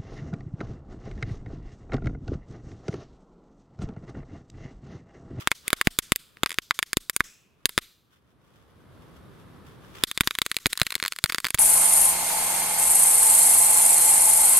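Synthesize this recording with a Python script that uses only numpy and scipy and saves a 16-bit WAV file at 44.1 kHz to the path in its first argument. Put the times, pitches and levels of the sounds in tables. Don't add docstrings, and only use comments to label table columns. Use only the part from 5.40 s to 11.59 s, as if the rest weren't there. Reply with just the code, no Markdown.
import sys
import numpy as np
from scipy import signal
from scipy.fft import rfft, irfft, next_fast_len
from scipy.io import wavfile
from scipy.ndimage import uniform_filter1d, minimum_filter1d

SR = 44100
rng = np.random.default_rng(int(sys.argv[2]) if len(sys.argv) > 2 else 0)


def log_audio(samples):
    frames = np.atleast_2d(samples).T
    limited = np.clip(frames, -1, 1)
    pcm = np.round(limited * 32767).astype(np.int16)
    wavfile.write(sys.argv[1], SR, pcm)


N = 272979
TIME = np.arange(N) / SR
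BANG_SAMPLES = 4096

# [f/Hz, level/dB]
RUMBLE_COLOUR = [(15, -33), (25, -19), (66, -0.5), (161, -0.5), (263, -6), (416, -8), (818, -17),
                 (1130, -13.5), (2550, -28.5), (3520, -28), (7110, -41.5), (11500, -35.5), (16000, -51)]
# [t/s, level/dB]
RUMBLE_LEVEL = [(0, -65.5), (2.7, -73), (3.4, -75), (3.8, -74), (4.6, -72.5)]
# [f/Hz, level/dB]
FUSE_COLOUR = [(80, -28.5), (400, -2), (750, -9), (1200, 3.5), (2200, -4.5), (3000, -3), (3500, -1),
               (4000, -11), (5500, -9.5), (6400, -12.5), (9000, -15), (15500, -16)]
# [t/s, level/dB]
FUSE_LEVEL = [(0, -84), (.9, -65), (1.3, -71.5), (2.1, -89), (2.75, -80), (3.3, -91), (4.1, -92),
              (4.4, -85), (4.62, -77), (5, -70), (6.19, -82)]
# [t/s, level/dB,
# fade/(dB/s)]
FUSE_FLARES = [(0, -47.5, 131), (0.278, -46.5, 72), (1.85, -54.5, 260)]
# [f/Hz, level/dB]
FIZZ_COLOUR = [(100, -28), (800, -5), (1500, -39), (3600, -3), (4400, -20.5), (5100, 15.5), (6500, 15.5),
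               (7900, 17), (9000, -12), (10200, 4), (15500, -29)]
# [f/Hz, width/Hz, level/dB, decay/s]
FIZZ_WHISTLE = (2580, 300, -59, .12)
# [f/Hz, level/dB]
YARD_COLOUR = [(60, -4.5), (400, -5.5), (750, -21.5), (1300, 0), (2400, -1), (3700, 4), (5500, 0),
               (9000, 0), (13000, -5.5), (15500, -11.5)]
# [f/Hz, t60/s]
YARD_DECAY = [(100, .7), (1500, 0.4), (5000, 0.49), (10000, 0.4), (16000, 0.58)]
# [from t/s, to t/s, count]
POP_SPELLS = [(1.07, 1.16, 5), (4.78, 5.45, 10), (5.45, 6.19, 16)]
# [t/s, f/Hz, level/dB relative to the crack]
CARTON_RING = [(0, 3620, -19.5), (2.4, 3484, -28), (4.64, 3460, -1), (5, 3925, -8), (5.8, 4320, -7),
               (5.95, 4650, -8), (6.19, 4400, -12)]
# [f/Hz, level/dB]
THUMP_COLOUR = [(60, 6.5), (250, 6), (480, 8), (700, 8), (1200, -8), (4000, -15)]
# [f/Hz, level/dB]
CRACK_COLOUR = [(300, -22), (740, -20), (1100, -4), (2200, .5), (3050, -5), (3550, -1), (4300, -8.5),
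                (4900, -3.5), (5550, -16), (6500, -9), (7400, -8), (9400, -7), (11500, -9), (13500, -13.5),
                (16000, -17)]
# [t/s, crack level/dB, tilt/(dB/octave), thump level/dB]
BANGS = [(.0736, 8.5, -3.5, -4), (.116, 5.5, -4, -34), (.28, -2.5, 2, -20), (0.3041, -11, 0, -30),
         (.33, 10, -2.5, 2.5), (.413, 5.5, -2, -11.5), (.4719, 8.5, -2.5, 9), (0.5884, 10.5, 0.5, -3),
         (0.72, 11.5, 0, 6.5), (0.76, -3, 6.5, -23.5), (0.9706, -44, -1.5, -51), (1.0337, 7, -3, 0.5),
         (1.0609, 1, -4.5, -18.5), (1.106, -18, 0, -40), (1.1175, -18.5, -2, -38), (1.186, 2.5, -2, -10),
         (1.3092, 6.5, -5, -23), (1.3901, -3, -1.5, -22), (1.428, -0.5, -0.5, -21.5),
         (1.5317, -4, 0.5, -19.5), (1.5701, 3.5, 1, 1.5), (1.6973, -1, 1.5, -20), (1.7638, 4.5, 4.5, -15.5),
         (1.8058, 7.5, -5.5, -3.5), (2.2561, 9, 3, -5.5), (2.293, -19, -1.5, -39.5), (2.3782, 8.5, -2.5, 0),
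         (2.3869, -5.5, -2, -18), (4.637, 7.5, 1, -1), (4.714, -11, 1.5, -28), (4.776, -7.5, -1, -18.5),
         (4.8081, 12, 1.5, 4.5), (4.8352, -18, -5.5, -31), (4.874, 3, -2, -9), (4.909, -12, -3, -28),
         (4.952, -16, -2.5, -45), (4.9869, -3, 0.5, -19), (5.0177, 1.5, 0, -12), (5.0634, -6.5, 1, -19.5),
         (5.1155, -4, 0, -25.5), (5.1667, -2, 0, -18), (5.2586, 4.5, -3.5, -2), (5.2667, 1, 4, -7.5),
         (5.3309, -2.5, 3, -23.5), (5.3753, -10.5, -.5, -36), (5.399, -13.5, 0.5, -54),
         (5.416, 8.5, 0.5, 2), (5.4315, -13, 1, -37), (5.467, -9, -2.5, -29), (5.5052, -16.5, 0, -43),
         (5.5211, -19, -1.5, -38), (5.524, -16.5, -2, -45), (5.5535, -2, 0, -27), (5.5624, -20, -1.5, -23),
         (5.6004, -17, -3, -59), (5.6267, -6.5, 0.5, -18), (5.6388, -11, 2, -30), (5.651, -10, -2, -32),
         (5.661, -10, 0, -34), (5.6801, -8.5, 3, -41), (5.7225, -10.5, -1, -35), (5.7874, -19, -1, -40),
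         (5.84, 9, 3, -2), (5.8598, -6, 0, -29), (5.8966, -17.5, -4, -50), (5.8993, -10.5, -1.5, -27),
         (5.9227, -8.5, 1, -26.5), (5.9462, -4, -1, -17.5), (5.9834, -7, -1.5, -20.5),
         (6.0024, -16.5, 2, -45), (6.0452, -4.5, -1, -22), (6.0521, -6, -1.5, -21.5),
         (6.062, -16, -2.5, -33), (6.0676, -6.5, 0, -27), (6.0851, -18, 2, -42), (6.1052, -8.5, 0, -26.5),
         (6.1448, -1.5, 1, -6.5), (6.1481, -4, 2.5, -18.5), (6.186, -11.5, -0.5, -30)]

VOLLEY_S = 4.6


def undb(db):
    return 10 ** (np.asarray(db) / 20)


def on_log_axis(points, hz):
    at, value = np.transpose(points)
    return np.interp(np.log(np.maximum(hz, 1)), np.log(at), value)


def colour(x, points, tilt_db=0., pivot_hz=3500):
    size = x.shape[-1]
    fft_size = 2 * next_fast_len(size)
    hz = np.arange(fft_size // 2 + 1) * SR / fft_size
    db = on_log_axis(points, hz) + tilt_db * np.log2(np.maximum(hz, 500) / pivot_hz)
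    cepstrum = irfft(db * np.log(10) / 20)
    cepstrum[1:fft_size // 2] *= 2
    cepstrum[fft_size // 2 + 1:] = 0
    return irfft(rfft(x, fft_size) * np.exp(rfft(cepstrum)))[..., :size]


def stereo_noise(size, side):
    mid, apart = rng.standard_normal((2, size))
    return np.array([mid + side * apart, mid - side * apart])


def level(x, db):
    return x * undb(db) / np.sqrt(np.mean(x ** 2))


def burst_level(x, db):
    return level(x, db) * np.sqrt(SR / 1000 / x.shape[-1])


def drift(rate_hz):
    hold = int(SR / rate_hz)
    steps = np.repeat(rng.standard_normal(N // hold + 1), hold)[:N]
    return uniform_filter1d(steps, hold)


def add(track, s, sound):
    start = max(int(s * SR), 0)
    part = track[:, start:start + sound.shape[-1]]
    part += sound[:, :part.shape[-1]]


def rumble():
    night = level(colour(stereo_noise(N, side=0.57), RUMBLE_COLOUR), 0)
    return night * undb(np.interp(TIME, *np.transpose(RUMBLE_LEVEL)))


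def fuse(flutter_db=-5.5, spit_db=3.0, rise_db_per_s=601):
    burn = undb(np.interp(TIME, *np.transpose(FUSE_LEVEL)))
    for s, db, fade_db_per_s in FUSE_FLARES:
        below_peak_db = np.maximum(rise_db_per_s * (s - TIME), fade_db_per_s * (TIME - s))
        burn = burn + undb(db - below_peak_db)
    flutter = undb(flutter_db * drift(28))
    gas = stereo_noise(N, side=1.0) * undb(spit_db * drift(470))
    return level(colour(gas, FUSE_COLOUR), 0) * burn * flutter


def fizzle(start_s=1.838, rise_s=0.0042, hiss_db=-49, hiss_s=0.059):
    t = np.arange(SR) / SR
    hz, width_hz, whistle_db, whistle_s = FIZZ_WHISTLE
    jet = level(colour(stereo_noise(SR, side=0.17), FIZZ_COLOUR), hiss_db) * np.exp(-t / hiss_s)
    tube = signal.lfilter(*signal.iirpeak(hz, hz / width_hz, fs=SR), stereo_noise(SR, side=0.63))
    whistle = level(tube, whistle_db) * np.exp(-t / whistle_s)
    out = np.zeros((2, N))
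    add(out, start_s, np.tanh(t / rise_s) * (jet + whistle))
    return out


def yard(sent, first_s=.033, rise_s=0.0011, early=0.22, wall=0.99, wall_s=0.025, far_db=-27, far_s=0.077):
    t = np.arange(SR) / SR
    hz = np.arange(SR // 2 + 1)
    band_hz, band_t60 = np.transpose(YARD_DECAY)
    spectrum = rfft(stereo_noise(SR, side=0.24))
    tail = 0
    for t60, share in zip(band_t60, np.eye(len(band_hz))):
        band = on_log_axis(np.c_[band_hz, share], hz)
        tail = tail + irfft(spectrum * band, SR) * np.exp(-np.log(1000) * t / t60)
    tail = tail + undb(far_db) * irfft(spectrum, SR) * np.exp(-t / far_s)
    arrived = (1 + np.tanh((t - first_s) / rise_s)) / 2
    shape = early + arrived * (1 + wall * np.exp(-np.abs(t - first_s) / wall_s))
    response = burst_level(colour(tail * shape, YARD_COLOUR), 6.0)
    return signal.fftconvolve(sent, response, axes=-1)[:, :N]


def weak_pops(mean_db=-25.5, spread_db=1, thump_under_db=22):
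    when = np.concatenate([rng.uniform(start, end, count) for start, end, count in POP_SPELLS])
    crack_db = mean_db - spread_db * rng.standard_normal(len(when))
    return [(s, db, 0, db - thump_under_db) for s, db in zip(when, crack_db)]


def ring(hz, rattle, decay_s=0.0018, channel_spread_rad=0.51):
    t = np.arange(BANG_SAMPLES) / SR
    roughness = rattle * np.cumsum(rng.standard_normal(BANG_SAMPLES))
    phase = roughness + channel_spread_rad * rng.standard_normal((2, 1))
    return np.exp(-t / decay_s) * np.sin(2 * np.pi * hz * t + phase)


def tube_and_carton(s, tube_hz=1790, spread_octaves=.18, tube_db=-12, lowest_hz=1000):
    at, carton_hz, carton_db = np.transpose(CARTON_RING)
    own_hz = tube_hz * 2 ** (spread_octaves * rng.standard_normal())
    tube = burst_level(ring(own_hz, rattle=0.22), tube_db)
    carton = burst_level(ring(np.interp(s, at, carton_hz), rattle=0.13), np.interp(s, at, carton_db))
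    return signal.sosfilt(signal.butter(4, lowest_hz, "high", fs=SR, output="sos"), tube + carton)


def thump_pitch(s, thump_db, light_hz=370, heavy_db=5, deepen_db_per_s=13.5):
    knee_db = heavy_db - deepen_db_per_s * max(s - VOLLEY_S, 0)
    return light_hz / np.hypot(1, undb(thump_db - knee_db))


def thump(hz, tilt_db, damping=0.46, swell=0.014, swell_hz=28, swell_s=0.015, grit=0.98, leftward=0.72):
    t = np.arange(BANG_SAMPLES) / SR
    phase = 2 * np.pi * hz * t
    ports = np.sign(rng.standard_normal() + leftward) * np.array([[.65], [-.65]])
    lean = ports * np.cos(phase / 2) * np.tanh(phase)
    roughness = grit * stereo_noise(BANG_SAMPLES, side=0.47)
    swing = np.exp(-damping * phase) * (np.sin(phase) + lean + roughness)
    settle = swell * np.exp(-t / swell_s) * np.sin(2 * np.pi * swell_hz * t)
    return colour(swing - settle, THUMP_COLOUR, tilt_db)


def crack(tilt_db, gas=0.57, gas_s=0.00053, tail=0.07, tail_s=0.0035, bounce=0.043):
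    t = np.arange(BANG_SAMPLES) / SR
    spit = gas * np.exp(-t / gas_s) * stereo_noise(BANG_SAMPLES, side=.15)
    noisy_tail = tail * np.exp(-t / tail_s) * stereo_noise(BANG_SAMPLES, side=.5)
    pressure = spit + noisy_tail
    pressure[:, 0] += 1
    bounce_s = rng.uniform(.00025, .0007)
    pressure[:, int(SR * bounce_s)] += bounce
    return colour(pressure, CRACK_COLOUR, tilt_db)


def outward_blast(samples=96, decay_samples=22):
    blast = rng.standard_normal((1, samples)) * np.exp(-np.arange(samples) / decay_samples)
    blast[:, 0] += 7
    return blast / np.linalg.norm(blast)


def firecrackers(dulling=0.19, send_db=-44.5, send_growth=.7, volley_extra_db=7, left_db=0.05):
    direct, sent = np.zeros((2, N)), np.zeros((1, N))
    for s, crack_db, tilt_db, thump_db in BANGS + weak_pops():
        add(direct, s, burst_level(crack(tilt_db), crack_db))
        add(direct, s, undb(crack_db) * tube_and_carton(s))
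        thump_tilt_db = dulling * min(thump_db, 0)
        push = thump(thump_pitch(s, thump_db), thump_tilt_db)
        add(direct, s, burst_level(push, thump_db))
        to_yard_db = send_db + send_growth * crack_db + volley_extra_db * (s > VOLLEY_S)
        add(sent, s, undb(to_yard_db) * outward_blast())
    return direct * undb([[left_db], [-left_db]]) + yard(sent)


def scene():
    return firecrackers() + fizzle() + fuse() + rumble()


def peak_hold(x, hold_s, ahead_samples=48):
    size = int(hold_s * SR) + 64
    db = 20 * np.log10(np.abs(x).max(axis=0) + 1e-9)
    return -minimum_filter1d(-db, size, origin=size // 2 - ahead_samples)


def record(dry, target_db=-18, max_boost_db=24, recover_db_per_s=20.5,
           knee_db=-24, squeeze=0.34, ceiling=.85, top_hz=15700):
    peak_db = peak_hold(dry, hold_s=.028)
    wanted_db = np.clip(target_db - peak_db, 0, max_boost_db)
    wanted_db[0] = 0
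    creep_db = recover_db_per_s * TIME
    slow_db = np.minimum.accumulate(wanted_db - creep_db) + creep_db
    duck_db = squeeze * np.maximum(peak_db - knee_db, 0)
    overloaded = ceiling * np.tanh(dry * undb(slow_db - duck_db) / ceiling)
    return signal.sosfilt(signal.ellip(8, .2, 70, top_hz, fs=SR, output="sos"), overloaded)


dry = scene()
out = record(dry)
log_audio(out)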